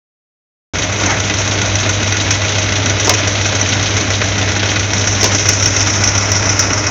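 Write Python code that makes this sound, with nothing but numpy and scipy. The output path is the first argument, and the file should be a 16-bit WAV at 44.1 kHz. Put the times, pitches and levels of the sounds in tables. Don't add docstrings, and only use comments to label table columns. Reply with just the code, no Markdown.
import sys
import numpy as np
from scipy import signal
from scipy.fft import rfft, irfft
from scipy.io import wavfile

SR = 44100
rng = np.random.default_rng(int(sys.argv[2]) if len(sys.argv) > 2 else 0)


def dump_mix(stems):
    frames = np.atleast_2d(stems).T
    limited = np.clip(frames, -1, 1)
    pcm = np.round(limited * 32767).astype(np.int16)
    wavfile.write(sys.argv[1], SR, pcm)


N = 304290
TIME = np.arange(N) / SR
START_S, CRANK_HZ, HUM_HZ, BODY_DB = .736, 7.233, 99.9, -15.5
TURN_STARTS_S = np.arange(0, N / SR, 1 / CRANK_HZ)

# (time [s], level [dB])
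HUM_LEVEL = [(.74, -22.5), (1.7, -17), (4.0, -17.5), (6.4, -16), (6.9, -20.5)]
# (multiple of crank rate [-], rms level [dB])
FRAME_HARMONICS = [(8, -40), (9, -38), (10, -47), (11, -36), (12, -35), (13, -34), (15, -37.5), (16, -53),
                   (17, -40)]
# (time [s], clatter [dB], ring [dB], stroke ring [dB])
MACHINE_LEVELS = [(.76, -23, -22, -13.5), (1.8, -20, -21, -14), (2.9, -20, -22, -20),
                  (3.8, -19.5, -20.5, -11), (4.65, -21, -22.5, -30), (5.05, -21.5, -18.7, -6),
                  (5.6, -22, -15, -10), (6.45, -26.5, -16.5, -8), (6.88, -29.5, -18.5, -11)]
# (time [s], level [dB])
HOLLOW_LEVEL = [(.76, -33.5), (4.6, -38), (5.4, -35), (6.0, -27), (6.9, -26.5)]
# (time [s], centre [Hz])
RING_PITCH = [(.76, 6036), (4.7, 5920), (6.88, 5680)]
# (delay [s], steel body [dB], clatter [dB], ring [dB])
TURN_CONTACTS = [(0, -0.5, 1, 0.5), (.015, -3, -17.5, -5), (.033, -5, 4.5, -8.5), (.054, -3.5, 2, -17),
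                 (.064, 1, 4, -4), (.078, -6.5, -10.5, -11), (.0938, 0, 1, 2), (.108, -9, 1, -10.5),
                 (.1265, -5.5, 6.5, -7.5)]
# (frequency [Hz], width [Hz], lift [dB])
PANEL_MODES = [(312.8, 6.1, 7.5), (417.5, 12, 5.5), (630, 34, 5.5), (1464, 63, 2), (1990, 38, 4.5),
               (2170, 49, 4), (2528, 47, 6.5), (3856, 45, 3.5)]
# (delay [s], low modes [dB], ring [dB])
STROKE_CLACKS = [(.0935, -0.5, -2.5), (.132, -9.5, -11.5)]
# (time [s], low modes [dB], ring [dB])
HARD_CLACKS = [(.8293, -25, -16), (0.997, -12, -18), (1.2968, -8.5, -18), (2.1227, -9.5, -13),
               (2.8959, -11, -11), (3.6115, -22, -7.5), (3.7257, -10, -17), (4.7584, -8, -18),
               (5.657, -10, -4), (6.074, -14.5, -5), (6.3518, -10.5, -13.5), (6.491, -12, -9.5)]
# (frequency [Hz], level [dB], t60 [s])
LOW_MODES = [(1462, -10, .11), (1975, -9, .10), (2070, -11, .08), (2510, -14, .10), (3890, -16, .07)]
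# (time [s], thud [dB], snap [dB], t60 [s])
CRATE_KNOCKS = [(1.009, -19, -18, 0.16), (3.0712, -10, -9, 0.04), (3.0777, -6, -13, 0.049),
                (3.0935, -28, -1, 0.029), (3.0955, -6.5, -2, 0.045), (3.103, -9.5, -14, 0.13),
                (5.23, -11, -7, 0.041), (5.241, -12, -4, 0.062), (5.252, -18, -16, 0.21)]
# (time [s], level [dB], squeak fundamental [Hz])
CRATE_SLIDE = [(1.03, -42, 528), (1.058, -25, 510), (1.10, -17.5, 432), (1.135, -19, 385),
               (1.155, -23, 380), (1.18, -55, 360)]
# (frequency [Hz], density [dB])
RUMBLE_SPECTRUM = [(20, -37.5), (40, -16.5), (54, 2.5), (85, -4), (120, 1), (145, -3), (220, -27.5),
                   (500, -51)]
CHURN_SPECTRUM = [(90, -16), (150, -3), (200, 3.5), (235, -1), (275, 5), (350, -4), (600, -2), (850, -5.5),
                  (1200, -9), (2300, -6), (2900, -18), (4500, -23)]
HOLLOW_SPECTRUM = [(600, -12), (800, 5.5), (1100, 4), (1400, 10.5), (1700, -10)]
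STEEL_SPECTRUM = [(150, -13), (400, 1.5), (900, -6.5), (1500, 2), (2300, -1), (2900, -3), (4500, -17),
                  (8000, -40.5)]
CLATTER_SPECTRUM = [(1500, -33), (2500, 0), (3100, 5.5), (3900, 5), (4600, -0.5), (5500, -1), (7000, -8.5),
                    (8000, -79.5)]
THUD_SPECTRUM = [(80, -8.5), (240, -16.5), (350, 2), (560, -1), (800, -7), (1000, 1.5), (1400, -21),
                 (2500, -22), (5000, -50)]
SNAP_SPECTRUM = [(700, -8.5), (1800, -7.5), (3000, -5.5), (4400, -8), (5300, -1.5), (6300, -0.5),
                 (7000, -9), (8000, -19)]


def from_db(db):
    return 10 ** (np.asarray(db) / 20)


def unit_rms(x):
    return x / np.sqrt(np.mean(x ** 2) + 1e-20)


def curves(rows):
    times_s, *columns = np.transpose(rows)
    return [np.interp(TIME, times_s, column) for column in columns]


def drift(cutoff_hz):
    slow = signal.sosfilt(signal.butter(2, cutoff_hz, fs=SR, output="sos"), rng.standard_normal(N + SR))
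    return unit_rms(slow[SR:])


def coloured(x, spectrum):
    taps = 8192
    hz, level_db = np.transpose(spectrum)
    grid_hz = np.maximum(np.fft.rfftfreq(taps, 1 / SR), 1)
    outside_oct = np.log2(np.maximum(np.maximum(grid_hz / hz[-1], hz[0] / grid_hz), 1))
    gain = unit_rms(from_db(np.interp(np.log(grid_hz), np.log(hz), level_db) - 24 * outside_oct))
    cepstrum = irfft(np.log(gain))[:taps // 2]
    cepstrum[1:] *= 2
    impulse_response = irfft(np.exp(rfft(cepstrum, taps)))
    return signal.fftconvolve(x, impulse_response)[:N]


def resonance(x, centre_hz, width_hz):
    carrier = np.exp(2j * np.pi * np.cumsum(centre_hz) / SR)
    baseband = signal.sosfilt(signal.butter(2, width_hz / 2, fs=SR, output="sos"), x / carrier)
    return unit_rms((baseband * carrier).real)


def grains(per_s, spread_db):
    sizes = from_db(spread_db * np.minimum(rng.exponential(1, N), 4)) * rng.choice([-1, 1], N)
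    return unit_rms(sizes * (rng.random(N) < per_s / SR))


def blow_power(blows, rise_s):
    power, age_s = np.zeros(N + SR), TIME[:SR // 3]
    for time_s, level_db, t60_s in blows:
        start = int(np.clip(time_s * SR, 0, N))
        envelope = from_db(level_db - 60 * age_s / t60_s) * (1 - np.exp(-age_s / rise_s))
        power[start:start + len(age_s)] += envelope ** 2
    return power[:N]


def ping(hz, t60_s, age_s):
    return np.sqrt(2) * np.sin(2 * np.pi * (hz * age_s + rng.random())) * from_db(-60 * age_s / t60_s)


def motor(octave_db, rumble_db):
    hum_db, = curves(HUM_LEVEL)
    phase_rad = 2 * np.pi * HUM_HZ * TIME + .07 * drift(2.4)
    hum = from_db(hum_db - 2) * (np.sin(phase_rad) + from_db(octave_db) * np.sin(2 * phase_rad))
    turns = CRANK_HZ * TIME + .0025 * drift(.92)
    shake = sum(from_db(db) * np.sin(2 * np.pi * (k * turns + rng.random())) for k, db in FRAME_HARMONICS)
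    rumble = from_db(rumble_db) * coloured(rng.standard_normal(N), RUMBLE_SPECTRUM)
    return np.sqrt(2) * (hum + shake) + rumble


def crank_chatter(jitter_s, uneven_db, t60_s):
    delay_s, *levels_db = np.tile(TURN_CONTACTS, (len(TURN_STARTS_S), 1)).T
    late, hard, *scatters = rng.standard_normal((len(delay_s), 5)).T
    times_s = np.repeat(TURN_STARTS_S, len(TURN_CONTACTS)) + delay_s + jitter_s * late
    powers = []
    for level_db, scatter in zip(levels_db, scatters):
        struck_db = level_db + uneven_db * (hard + .5 * scatter)
        power = blow_power([(s, db, t60_s) for s, db in zip(times_s, struck_db)], rise_s=.00067)
        powers.append(power / power.mean())
    return powers


def churning(body_power):
    hollow_db, = curves(HOLLOW_LEVEL)
    churn = coloured(grains(per_s=12000, spread_db=1.7), CHURN_SPECTRUM)
    churn_gain = from_db(BODY_DB - 6.5 + drift(17.6))
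    hollow = coloured(rng.standard_normal(N), HOLLOW_SPECTRUM)
    hollow_gain = from_db(hollow_db) * np.sqrt(.5 * body_power + .5)
    return churn_gain * churn + hollow_gain * hollow


def steel_rattle(body_power, clatter_power, clacks):
    clatter_db, _, _ = curves(MACHINE_LEVELS)
    clack_power = blow_power([(s, db - BODY_DB, .04) for s, db, _ in clacks], rise_s=.0006)
    body_force = from_db(BODY_DB - 9) * np.sqrt(body_power + .6 * clack_power)
    body = coloured(body_force * grains(per_s=9000, spread_db=3.8), STEEL_SPECTRUM)
    clatter_force = from_db(clatter_db - 5.5) * np.sqrt(clatter_power + .5 + 5.2 * clack_power)
    clatter = coloured(clatter_force * grains(per_s=11000, spread_db=2), CLATTER_SPECTRUM)
    return body + clatter


def panels(x):
    for hz, width_hz, lift_db in PANEL_MODES:
        band = signal.lfilter(*signal.iirpeak(hz, hz / width_hz, fs=SR), x)
        x = x + (from_db(lift_db) - 1) * band
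    return x


def bright_ring(ring_power):
    _, ring_db, _ = curves(MACHINE_LEVELS)
    ring_hz, = curves(RING_PITCH)
    broad = resonance(grains(per_s=5600, spread_db=0), ring_hz + 40, width_hz=950)
    upper = resonance(grains(per_s=6600, spread_db=-1.5), np.full(N, 6480), width_hz=760)
    return from_db(ring_db - 3) * np.sqrt(ring_power + .37) * (broad + from_db(-8.5) * upper)


def landings(jitter_s, uneven_db):
    delay_s, low_db, ring_db = np.tile(STROKE_CLACKS, (len(TURN_STARTS_S), 1)).T
    late, hard, scatter = rng.standard_normal((len(delay_s), 3)).T
    times_s = np.repeat(TURN_STARTS_S, len(STROKE_CLACKS)) + delay_s + jitter_s * late
    _, _, stroke_db = curves(MACHINE_LEVELS)
    low_db = BODY_DB + 2 + low_db + uneven_db * hard
    ring_db = np.interp(times_s, TIME, stroke_db) + ring_db + uneven_db * (hard + scatter) / 2
    return np.vstack([np.transpose([times_s, low_db, ring_db]), HARD_CLACKS])


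def loose_parts(clacks, ring_t60_s, rise_s, split_hz, scatter_hz):
    out, age_s = np.zeros(N + SR), TIME[:SR // 6]
    attack = 1 - np.exp(-age_s / rise_s)
    for time_s, low_db, ring_db in clacks:
        centre_hz = np.interp(time_s, *np.transpose(RING_PITCH))
        modes_hz = centre_hz + split_hz * np.array([-1, 0, 1]) + scatter_hz * rng.standard_normal(3)
        ring = sum(gain * ping(hz, ring_t60_s, age_s) for hz, gain in zip(modes_hz, (.45, .75, .55)))
        low = sum(from_db(db) * ping(hz, t60_s, age_s) for hz, db, t60_s in LOW_MODES)
        start = int(time_s * SR)
        out[start:start + len(age_s)] += from_db(ring_db + 2.6) * ring * attack + from_db(low_db - 2.2) * low
    return out[:N]


def crate_knocks():
    thud_power = blow_power([(s, db, t60_s) for s, db, _, t60_s in CRATE_KNOCKS], rise_s=.00029)
    snap_power = blow_power([(s, db, t60_s) for s, _, db, t60_s in CRATE_KNOCKS], rise_s=.00024)
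    thuds = coloured(np.sqrt(thud_power) * rng.standard_normal(N), THUD_SPECTRUM)
    snaps = coloured(np.sqrt(snap_power) * rng.standard_normal(N), SNAP_SPECTRUM)
    return thuds + snaps


def crate_slide():
    level_db, squeak_hz = curves(CRATE_SLIDE)
    friction = grains(per_s=2000, spread_db=0)
    squeak = sum(resonance(friction, k * squeak_hz, width_hz=190) for k in range(2, 6))
    return from_db(level_db) * unit_rms(squeak)


def scene():
    clacks = landings(jitter_s=.0005, uneven_db=1)
    body_power, clatter_power, ring_power = crank_chatter(jitter_s=.0017, uneven_db=2.36, t60_s=.13)
    machine = motor(octave_db=-20.5, rumble_db=-29)
    machine += panels(churning(body_power) + steel_rattle(body_power, clatter_power, clacks))
    machine += bright_ring(ring_power)
    machine += loose_parts(clacks, ring_t60_s=.044, rise_s=.0012, split_hz=320, scatter_hz=120)
    return (machine + crate_knocks() + crate_slide())[None]


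def record(dry):
    band_edge_hz, rolloff_hz, output_cutoff_hz = 7750, 7200, 16000
    heard = dry * (TIME >= START_S)
    heard = signal.sosfilt(signal.ellip(8, .2, 70, band_edge_hz, fs=SR, output="sos"), heard)
    heard = signal.sosfilt(signal.butter(8, rolloff_hz, fs=SR, output="sos"), heard)
    clipped = np.clip(heard, -1, 1)
    return signal.sosfilt(signal.ellip(8, .2, 70, output_cutoff_hz, fs=SR, output="sos"), clipped)


dry = scene()
out = record(dry)
dump_mix(out)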